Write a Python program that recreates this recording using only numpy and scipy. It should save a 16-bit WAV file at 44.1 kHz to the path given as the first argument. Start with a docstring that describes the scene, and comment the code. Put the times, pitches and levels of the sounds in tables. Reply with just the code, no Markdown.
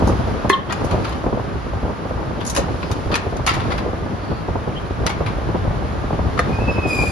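"""An injection moulding machine runs one cycle in a droning hall, while a low rumble comes in puffs,
like a draught on the microphone. Half a second in, the steel mould cracks open with a ringing bang
and a squeak, and the heavy plate that carries it slides back. Around three seconds the ejector, which
pushes the part out, clacks in two bursts. After six seconds the mould knocks shut, and the clamp
squeals in rough bouts as pressure builds, then turns shrill and hisses."""
import sys
import numpy as np
from scipy import signal
from scipy.fft import rfft, irfft, next_fast_len
from scipy.io import wavfile
from scipy.ndimage import map_coordinates

SR = 44100
rng = np.random.default_rng(int(sys.argv[2]) if len(sys.argv) > 2 else 0)


def wav_out(sig):
    """Save sig, one row per channel (or a flat mono array), as 16-bit PCM at SR to the path in sys.argv[1]."""
    wavfile.write(sys.argv[1], SR, np.round(np.clip(np.atleast_2d(sig).T, -1, 1) * 32767).astype(np.int16))


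N = 313551

# the tone colour of a struck steel plate: pitch_hz, level_db
PLATE_SPECTRUM = [(200, -41), (600, -5), (1100, 3), (2100, -1), (3200, -4), (4800, -6), (7000, -38),
                  (12000, -85)]
# left-right likeness of the noise; a narrow treble band near 8 kHz is opposite in the two ears:
# pitch_hz, likeness (1 same, -1 or less opposite)
NOISE_LIKENESS = [(60, 0.41), (250, 0.35), (600, 0.54), (1240, -0.26), (2300, 0.51), (5600, 0.2),
                  (7000, -0.39), (8300, -1.82), (9400, -0.66), (10500, 0.99)]
# the tone colour of slow swirls of air: pitch_hz, level_db
RUMBLE_SPECTRUM = [(20, -18), (35, 2.5), (52, 10.5), (80, 11.5), (120, 8.5), (200, -2.5), (500, -81)]
# the tone colour of small swirls of air: pitch_hz, level_db
FLUTTER_SPECTRUM = [(60, -31), (170, -1.5), (300, -2.5), (500, -3.5), (800, -8.5), (1200, -15.5),
                    (2000, -38.5), (4000, -79)]
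# how alike the draught sounds in both ears: pitch_hz, likeness
DRAUGHT_LIKENESS = [(50, 0.98), (130, 0.71), (600, 0.69), (1500, 0.051)]


def mould_opens(start_s=.499, ring_db=1, phase_spread=0.43, rub_depth=.45, rub_rate=160):
    """The mould halves snap apart and ring, roughened by rubbing on their guide pins."""
    # the notes the mould rings with: pitch_hz, level_db, fade_s
    notes = [(350, -16.5, 0.075), (389, -8.5, 0.085), (1040, -17.5, 0.12), (1080, -12, 0.15),
             (1715, -14, 0.063), (1775, -11, 0.039), (1810, -21, 0.25), (2010, -13.5, 0.067),
             (2085, -23, 0.16), (2530, -21.5, 0.075), (3335, -26, .07), (3528, -29.5, 0.23),
             (4200, -26, 0.17), (4920, -46, 0.25), (5290, -47, 0.21)]
    out, t = np.zeros((2, N)), np.arange(SR // 2) / SR
    for hz, db, fade_s in notes:
        phase = phase_spread * rng.standard_normal((2, 1)) + rub_depth * wobble(rub_rate, size=len(t))
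        ring = blow(t, fade_s, rise_s=0.00041) * np.sin(2 * np.pi * hz * t + phase)
        add(out, start_s, amp(db + ring_db) * ring)
    return out


def mould_shuts(start_s=6.392, peak_db=-1, phase_spread=0.27, rise_s=0.00053):
    """The mould faces slam together and stop each other ringing: one dead knock."""
    # the shut mould's notes (wider ones die sooner): pitch_hz, width_hz, level_db
    notes = [(292, 50, -1), (502, 36, 4), (690, 20, -1), (1240, 59, 9.5), (1830, 69, 6.5), (1955, 170, 9.5),
             (2340, 110, -6), (3420, 25, -19), (3630, 12, -20), (4240, 54, -10.5)]
    out, t = np.zeros((2, N)), np.arange(SR // 6) / SR
    knock = np.zeros((2, len(t)))
    for hz, width_hz, db in notes:
        phase = phase_spread * rng.standard_normal((2, 1))
        knock += amp(db) * np.exp(-np.pi * width_hz * t) * np.sin(2 * np.pi * hz * t + phase)
    knock *= 1 - np.exp(-t / rise_s)
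    add(out, start_s, amp(peak_db) * knock / np.abs(knock).max())
    return out


def clacks(plate_db=-7.5, tick_db=-6, tick_life=0.9, chatter_db=1.5, left_db=1.6):
    """Heavy steel parts chatter as they meet: a thud that rings the frame, and a shorter bright tick."""
    # plates and pins hit and scrape: start_s, level_db, bright_db, rise_s, fade_s, ring_db
    hits = [(.072, -27.5, 3, 0.0033, 0.13, 0), (0.495, -10.5, -7, .001, 0.073, 3),
            (.695, -18, -22, .009, 0.21, 3), (0.724, -13, -6, .0006, 0.049, -5),
            (.843, -29, 1.5, .005, 0.11, 0), (0.909, -18, -14, 0.0027, 0.11, 4),
            (1.043, -18.5, -16, .002, 0.13, -2), (1.073, -25, -12, 0.0023, .1, -6),
            (1.092, -24, -9, .002, 0.088, -6), (1.123, -23, -15, .002, .08, -6),
            (2.405, -19.5, -18, 0.0064, 0.093, 2), (2.45, -30.5, 6, 0.00092, .07, 0),
            (2.463, -28.5, 8, .005, 0.27, 0), (2.498, -21, 6.5, .001, 0.083, 0),
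            (2.548, -17.5, -1.5, .0023, 0.1, -5), (2.562, -10, -1.5, 0.0036, 0.12, 2),
            (2.827, -18.5, -25, 0.0012, 0.087, -3), (2.914, -19, -4.5, .0008, 0.075, -13),
            (3.113, -13.5, -22, .008, 0.17, -5), (3.14, -7.5, -17, 0.0015, 0.074, -24),
            (3.1541, -8, -7.5, 0.0009, 0.064, -21), (3.368, -28.5, 0.5, .0007, 0.044, -5),
            (3.464, -8, -5, 0.0012, 0.097, -8), (3.475, -7.5, -12, .0011, 0.082, -9),
            (3.49, -7.5, -16, .002, 0.14, -8), (3.537, -16, -9.5, .003, 0.15, -1),
            (3.599, -19, -18, 0.0022, 0.12, 2), (3.636, -25, -19, 0.0022, 0.068, -3),
            (3.703, -18, -22, .002, 0.08, -5), (3.717, -12.5, -18.5, .0015, .1, -2),
            (3.7782, -18.5, -15, 0.0017, 0.11, 4), (5.0645, -8, -6, 0.00048, 0.048, -16),
            (5.071, -8.5, -20, 0.00077, 0.052, -7), (5.092, -14, -13, 0.0046, 0.11, -2),
            (5.2609, -18, -17, 0.0036, 0.15, -2), (6.376, -21, -15, 0.001, 0.072, 9),
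            (6.3909, -14, -7, .00075, 0.064, 7)]
    # the tone colour of a tick: pitch_hz, level_db
    tick_spectrum = [(1500, -35), (3500, 4), (6200, 15), (8000, 9), (10500, 8), (11700, 3), (12300, -41)]
    # the notes of the frame's plates and bars: pitch_hz, width_hz, level_db
    frame_notes = [(1065, 460, 4.5), (1880, 89, -18), (2520, 12, -8), (2590, 31, -10), (3500, 40, -18),
                   (3680, 100, -15), (6300, 90, -20)]
    out, t = np.zeros((2, N)), np.arange(SR // 5) / SR
    rattle = amp(chatter_db * wobble(450))
    plates, ticks = rush(PLATE_SPECTRUM, NOISE_LIKENESS), rush(tick_spectrum, NOISE_LIKENESS)
    for start_s, db, bright_db, rise_s, fade_s, ring_db in hits:
        chatter = rattle[round(start_s * SR):][:len(t)]
        # a light, bright contact hardly moves the plates
        weight = 1 / np.sqrt(1 + amp(bright_db - 1.5) ** 4)
        thud_noise = filtered(stretch(plates, size=len(t)), part_colour)
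        tick_noise = filtered(stretch(ticks, size=len(t)), part_colour)
        thud = weight * chatter * blow(t, fade_s, rise_s) * thud_noise
        tick = chatter * blow(t, fade_s * tick_life, rise_s / 2) * tick_noise
        ring = amp(ring_db) * filtered(thud, lambda hz: resonances(frame_notes, hz))
        body = (thud + ring) * amp([[left_db], [-left_db]])
        add(out, start_s, amp(db + plate_db) * body + amp(db + bright_db + tick_db) * tick)
    return out


def ejector_crash(start_s=3.472, crash_db=-16.0, fade_s=0.15, rise_s=.003, width_hz=45):
    """The ejector plate hits its back stop and rattles there, which keeps all its notes ringing."""
    # the ejector plate's notes: pitch_hz, level_db
    plate_notes = [(1270, -1), (1345, -2), (1685, -7), (1900, -1), (2010, 0), (2140, 0), (2295, -2),
                   (2540, -2), (2815, -1)]
    notes = [(hz, width_hz, db) for hz, db in plate_notes]
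    out, t = np.zeros((2, N)), np.arange(SR // 4) / SR
    ringing = filtered(rush(PLATE_SPECTRUM, NOISE_LIKENESS), lambda hz: resonances(notes, hz))
    add(out, start_s, amp(crash_db) * burst(blow(t, fade_s, rise_s), ringing))
    return out


def squeaks(jitter_rate=400):
    """Steel pins stick and slip in their sleeves: scratchy tones that swell and stop."""
    # one squeak a row: middle_s, length_s, pitch_hz, glide_hz_per_s, level_db, jitter_radians
    slips = [(0.538, 0.028, 1090, 0, -13, 0.4), (0.564, 0.014, 1076, 0, -17, 0.58),
             (0.538, 0.017, 3160, -6000, -16, 1.2), (0.536, .012, 3800, -15000, -25, 1.4),
             (0.7, 0.018, 3300, 12000, -34, 0.99), (.716, .018, 1900, -3000, -25, 0.65),
             (2.411, 0.02, 3270, 1, -34.5, 2.3), (2.478, 0.008, 6800, 0, -21, 1.3),
             (2.589, 0.04, 560, 0, -15.5, 1.17), (2.865, 0.084, 5100, 5, -48, 0.98),
             (2.9, .12, 4700, 0, -49, .8), (4.31, 0.24, 4480, 0, -47, 1.3),
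             (4.776, 0.032, 3120, 4007, -30, 1.4)]
    out, t = np.zeros((2, N)), np.arange(-SR // 4, SR // 4) / SR
    waver = np.array([wobble(jitter_rate), wobble(jitter_rate)])
    for middle_s, length_s, hz, glide, db, roughness in slips:
        jitter = roughness * waver[:, round(middle_s * SR):][:, :len(t)]
        swell = np.exp(-(2 * t / length_s) ** 2)
        tone = np.sin(2 * np.pi * (hz * t + glide * t * t / 2) + jitter)
        add(out, middle_s + t[0], amp(db) * swell * tone)
    return out


def clamp_squeal(squeal_db=-1, overtone_db=-2, hiss_db=1, room_db=-13):
    """The clamp squeals in rough bouts as pressure builds, then turns shrill and hisses."""
    # the squeal's changing pitch: time_s, pitch_hz
    pitch_path = [(6.5, 2480), (6.59, 2467), (6.61, 2626), (6.7, 2590), (6.8, 2573), (6.88, 2514),
                  (6.92, 2462), (6.97, 2457), (7.0, 2424), (7.04, 2432), (7.07, 2462), (7.11, 2400)]
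    # the squeal catches and surges: start_s, end_s, level_db, octave_db
    bouts = [(6.467, 6.52, -43, -65), (6.522, 6.599, -32, -50), (6.606, 6.682, -34, -58),
             (6.683, 6.712, -19, -54), (6.706, 6.76, -40, -44), (6.76, 6.805, -28.5, -51),
             (6.823, 6.864, -26, -48), (6.87, 6.91, -28, -42), (6.907, 6.937, -17, -33),
             (6.94, 6.977, -22.5, -33), (6.985, 7.016, -14, -29.5), (7.023, 7.03, -10.5, -42),
             (7.034, 7.062, -24, -33), (7.066, 7.08, -16.5, -42), (7.083, 7.12, -31.5, -38)]
    # the shrill tones above the squeal: pitch_multiple, level_db
    overtones = [(3, -4.5), (4, -6), (5, -23)]
    # the tone colour of the hiss at full pressure: pitch_hz, level_db
    hiss_spectrum = [(2000, -24), (3500, 2.5), (6300, 1.5), (8200, 6), (10300, -6), (11600, -2),
                     (12200, -22)]
    stutter, stutter_rate, waver_hz = .3, 150, 13
    split_s, split_hz, split_db = 6.82, 85, -14
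    full_pressure_s, rise_s, shrill_db = 6.875, 0.012, -40
    t = np.arange(N) / SR
    pitch, = curves(pitch_path)
    phase = 2 * np.pi * np.cumsum(pitch + waver_hz * wobble(220)) / SR
    # near full pressure a second tone splits off just above the first and beats against it
    split = amp(split_db) * (1 + np.tanh((t - split_s) / rise_s)) / 2
    beat = 2 * np.pi * np.cumsum(split_hz * (1 + stutter * wobble(40))) / SR

    def tone(multiple):
        """One tone of the squeal: its strength shakes, and it flutters between the ears."""
        strength = 1 + stutter * wobble(stutter_rate)
        sway = stutter * wobble(multiple * stutter_rate) * np.array([[1], [-1]])
        angle = multiple * phase
        return strength * np.cos(angle) + sway * np.sin(angle) + split * np.cos(angle + beat)

    sounding = np.array([gate(t, start, end, edge_s=0.0049) for start, end, _, _ in bouts])
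    base_gain, octave_gain = amp(np.transpose(bouts)[2:] + squeal_db) @ sounding
    squeal = base_gain * tone(multiple=1) + octave_gain * tone(multiple=2)
    shrill = amp(shrill_db) * (1 + np.tanh((t - full_pressure_s) / rise_s)) / 2
    squeal += shrill * amp(overtone_db) * sum(amp(db) * tone(round(k)) for k, db in overtones)
    hiss = shrill * amp(hiss_db + 1.5 * wobble(110)) * rush(hiss_spectrum, NOISE_LIKENESS)
    return squeal + amp(room_db) * room(squeal) + hiss


def puffs(push_db=-2.5, wake_db=-6, build_s=0.0015, wake_s=0.014, rumble_s=0.019, uneven_db=0.5):
    """A strong swirl of air gives one push and pull, inside a brief swell of flutter and rumble."""
    # the draught's strongest puffs: time_s, level_db, rumble_db
    swirls = [(0.026, -5, -14), (0.059, -18.5, -22.5), (0.079, -7, -29), (0.098, -7, -19),
              (0.126, -18, -19), (0.201, -12.5, -19), (0.276, -14, -22), (0.451, -8, -33),
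              (0.818, -12, -25), (0.847, -13.5, -21), (0.924, -16.5, -21), (0.946, -9, -29),
              (0.982, -13, -24), (1.245, -13, -26), (1.267, -9, -20), (1.33, -9, -19), (1.376, -13, -27),
              (1.399, -15, -26), (1.56, -22.5, -32), (1.668, -20.5, -35), (1.738, -17, -36),
              (1.833, -15.5, -23), (1.856, -13.5, -27), (1.899, -12, -33), (2.056, -14, -30),
              (2.112, -14.5, -33), (2.586, -12, -25), (2.645, -14.5, -26), (2.687, -17, -27),
              (2.91, -14, -21.5), (3.062, -24, -20.5), (3.108, -11.5, -21.5), (3.132, -13.5, -30),
              (3.267, -16, -29), (3.33, -14.5, -24), (3.398, -16, -21), (3.57, -12, -19),
              (3.623, -18.5, -22), (3.741, -16.5, -27), (3.866, -13.5, -31), (3.892, -17, -24),
              (3.934, -15, -32), (4.065, -14.5, -31), (4.319, -11.5, -23), (4.487, -11.5, -25),
              (4.559, -10, -22.5), (4.678, -11.5, -24.5), (4.91, -15.5, -23), (5.006, -16.5, -22),
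              (5.039, -12.5, -24), (5.064, -12.5, -24), (5.211, -11, -25), (5.42, -18.5, -25),
              (5.494, -12, -24), (5.551, -8.5, -23), (5.677, -16, -16.5), (6.041, -17, -25),
              (6.109, -14, -36), (6.133, -12, -24), (6.195, -11, -21), (6.589, -15, -20),
              (6.622, -14, -19.5), (6.685, -14, -33), (6.785, -9, -21), (6.86, -10, -22),
              (6.991, -11.5, -23), (7.036, -13, -39)]
    typical_hz, size_scatter, ear_delay_s = 397, .25, .0002
    out, t = np.zeros((2, N)), np.arange(-SR // 16, SR // 6) / SR
    age = t + 0.0033  # the air churns just before the push
    churn = np.exp(np.minimum(age / build_s, -age / wake_s))
    swell = np.exp(-(t / rumble_s - .5) ** 2)
    flutter, low = rush(FLUTTER_SPECTRUM, DRAUGHT_LIKENESS), rush(RUMBLE_SPECTRUM, DRAUGHT_LIKENESS)
    for time_s, db, rumble_db in swirls:
        late, strength = rng.standard_normal((2, 2, 1))  # it meets left and right unevenly
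        swing = 2 * np.pi * typical_hz * rng.lognormal(0, size_scatter) * (t - ear_delay_s * late)
        push = rng.choice([-1, 1]) * amp(uneven_db * strength) * swing * np.exp((1 - swing ** 2) / 2)
        wake = amp(db + wake_db) * burst(churn, flutter)
        rumble = amp(rumble_db) * burst(swell, low)
        add(out, time_s + t[0], amp(db + push_db) * push + wake + rumble)
    return out


def draught(rumble_db=-2, flutter_db=-8, surge_db=2.5, lumpy_db=2, crackle_db=4.0, sides_db=4.0):
    """Swirls of air push on the microphone: slow ones rumble, small ones flutter in short lumps."""
    # the draught swells and lulls: time_s, rumble_db, flutter_db
    swells = [(0.0, -18.5, -12.5), (0.2, -20, -20.5), (0.485, -24.5, -21), (0.52, -46, -39),
              (0.62, -39, -36), (0.94, -20, -14.5), (1.04, -27, -36), (1.32, -30, -21.5), (1.6, -26, -44),
              (1.88, -25, -24), (2.0, -55, -64), (2.12, -25, -21), (2.87, -27, -26), (3.55, -26.5, -25),
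              (4.15, -27.5, -28.5), (4.85, -28, -32), (5.03, -24, -28), (5.62, -22, -22), (5.85, -24, -26),
              (6.9, -22, -21.5)]
    rumble_level, flutter_level = curves(swells)
    swirls = wobble(35)
    rumble = unit(amp(surge_db * swirls) * rush(RUMBLE_SPECTRUM, DRAUGHT_LIKENESS))
    lumps_db = lumpy_db * swirls + crackle_db * wobble(260)
    each_ear_db = sides_db * np.array([wobble(110), wobble(110)])
    flutter = unit(amp(lumps_db + each_ear_db) * rush(FLUTTER_SPECTRUM, DRAUGHT_LIKENESS))
    return amp(rumble_level + rumble_db) * rumble + amp(flutter_level + flutter_db) * flutter


def factory(drone_db=-30.0, hiss_db=-50.5, throb_db=3.0, throb_below_hz=600, hiss_waver_db=.6):
    """Motors hum and drone, and oil hisses; the drone and hiss grow while oil moves the machine."""
    # unlock, open, eject, pull back, close, clamp: start_s, end_s, drone_rise_db, hiss_rise_db
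    strokes = [(-.1, 0.227, 0.5, 4), (0.744, 1.166, 3, 5), (2.45, 3.31, 0, 3.5), (3.54, 3.797, 3.5, 6),
               (5.04, 6.355, 1.3, 1.5), (6.33, 7.2, 2.5, 4)]
    # the motors' tones: pitch_hz, level_db
    motor_tones = [(64.6, -42.5), (100, -44.5), (1200, -52)]
    # the tone colour of the hall's drone: pitch_hz, level_db
    drone_spectrum = [(20, -36), (55, -0.5), (200, -1), (320, -3), (700, -8), (1000, -8.5), (1220, -9),
                      (1550, -13), (2100, -20.5), (3200, -26.5), (5000, -38), (12000, -58)]
    # the tone colour of flowing oil: pitch_hz, level_db
    oil_spectrum = [(800, -26), (2500, 5), (4500, 5.5), (6800, -2), (8200, -4.5), (9800, -6.5),
                    (11500, -10.5), (12300, -50)]
    t = np.arange(N) / SR
    flow = np.array([gate(t, start, end, edge_s=0.12) for start, end, _, _ in strokes])
    drone_rise, hiss_rise = np.transpose(strokes)[2:] @ flow
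    hum = np.zeros(N)
    for hz, db in motor_tones:
        strength = amp(db + 1.8 * wobble(4.9)) * np.sqrt(2)
        hum += strength * np.sin(2 * np.pi * hz * t + 0.67 * wobble(16))
    drone = rush(drone_spectrum, NOISE_LIKENESS)
    low = filtered(drone, lambda hz: 1 / (1 + (hz / throb_below_hz) ** 4))
    throbbing = drone - low + low * amp(throb_db * wobble(26))
    hiss = amp(hiss_db + hiss_rise + hiss_waver_db * wobble(58)) * rush(oil_spectrum, NOISE_LIKENESS)
    return amp(drone_db + drone_rise) * throbbing + hiss + hum


def room(x):
    """The hall's echo, different at each ear and shorter in the treble."""
    # how long the echo lasts: pitch_hz, fade_s
    echo_times = [(200, 0.54), (2000, 0.52), (6000, 0.24), (12000, 0.021)]
    hz, t, noise = signal.stft(rng.standard_normal((2, SR // 2)), SR, nperseg=256)
    fade = np.exp(-np.log(1000) * t / along(echo_times, hz)[:, None])
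    tail = signal.istft(noise * fade, SR, nperseg=256)[1]
    return signal.fftconvolve(x, tail / np.linalg.norm(tail[0]), axes=1)[:, :N]


def resonances(notes, hz):
    """How steel answers each pitch, given its notes: pitch_hz, width_hz, level_db."""
    return sum((-1) ** k * amp(db) * 1j * hz * width / (pitch ** 2 - hz ** 2 + 1j * hz * width)
               for k, (pitch, width, db) in enumerate(notes))


def part_colour(hz, depth_db=2.8, spacing_hz=110):
    """Each struck part favours its own random set of pitches."""
    bumps = rng.standard_normal(SR // spacing_hz)
    return unit(amp(depth_db * map_coordinates(bumps, [hz / spacing_hz])))


def rush(spectrum, likeness):
    """Stereo noise with a given tone colour and left-right likeness, at strength 1."""
    def response(hz):
        """Share each pitch between what the ears have in common (mid) and what differs (side)."""
        turn = np.arccos(np.clip(along(likeness, hz), -1, 1)) / 2
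        return amp(along(spectrum, hz)) * [np.cos(turn), np.sin(turn)]

    mid, side = filtered(rng.standard_normal((2, N)), response)
    return unit(np.array([mid + side, mid - side]))


def stretch(noise, size):
    """A random piece of a long noise."""
    start = rng.integers(noise.shape[-1] - size)
    return noise[:, start:start + size]


def burst(envelope, noise):
    """A random piece of noise shaped by a loudness curve, with that curve's energy."""
    sound = envelope * stretch(noise, size=len(envelope))
    return unit(sound) * np.sqrt(np.mean(envelope ** 2))


def blow(t, fade_s, rise_s):
    """A quick rise, then a fall of 60 dB in fade_s."""
    return (1 - np.exp(-t / rise_s)) * np.exp(-np.log(1000) * t / max(fade_s, .005))


def gate(t, start, end, edge_s):
    """1 between start and end, with soft edges."""
    return (np.tanh((t - start) / edge_s) - np.tanh((t - end) / edge_s)) / 2


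def wobble(rate, size=N):
    """A smooth curve through `rate` random values a second."""
    values = rng.standard_normal(int(size * rate / SR) + 4)
    return map_coordinates(values, [np.arange(size) * rate / SR])


def filtered(x, response):
    """Change the tone colour of x: multiply each pitch by response(hz)."""
    size = x.shape[-1]
    padded = next_fast_len(size + 8192)
    return irfft(rfft(x, padded) * response(np.fft.rfftfreq(padded, 1 / SR)), padded)[..., :size]


def along(points, hz):
    """Read between rows of pitch_hz, value, with octaves evenly spaced."""
    pitches, values = np.transpose(points)
    return np.interp(np.log(hz + 1), np.log(pitches + 1), values)


def curves(rows):
    """One value per sample for each column after the time."""
    times, *columns = np.transpose(rows)
    return [np.interp(np.arange(N) / SR, times, column) for column in columns]


def add(track, start_s, sound):
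    """Mix a sound into a stereo track at start_s, which may be below zero."""
    start = round(start_s * SR)
    part = sound[..., max(-start, 0):N - start]
    track[:, max(start, 0):][:, :part.shape[-1]] += part


def amp(db):
    """Turn decibels into a multiplier."""
    return 10 ** (np.asarray(db) / 20)


def unit(x):
    """Scale x to an average strength (rms) of 1."""
    return x / np.sqrt(np.mean(x ** 2) + 1e-20)


def scene(clack_room_db=-11, mould_room_db=-15):
    """The machine close by, in its hall."""
    # the background dips briefly after the bang: time_s, level_db
    background_levels = [(.5, 5), (.55, 1.5), (.62, -2), (.75, 2)]
    background_db, = curves(background_levels)
    knocks = clacks() + ejector_crash()
    mould = mould_opens() + squeaks() + mould_shuts()
    echo = room(amp(clack_room_db) * knocks + amp(mould_room_db) * mould)
    return amp(background_db) * factory() + draught() + puffs() + knocks + mould + echo + clamp_squeal()


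def record(dry, ceiling=.95, top_hz=12200):
    """Round off the loudest peaks and cut the highest treble."""
    rounded = dry / (1 + np.abs(dry / ceiling) ** 8) ** (1 / 8)
    return filtered(rounded, lambda hz: hz < top_hz)


dry = scene()
out = record(dry)
wav_out(out)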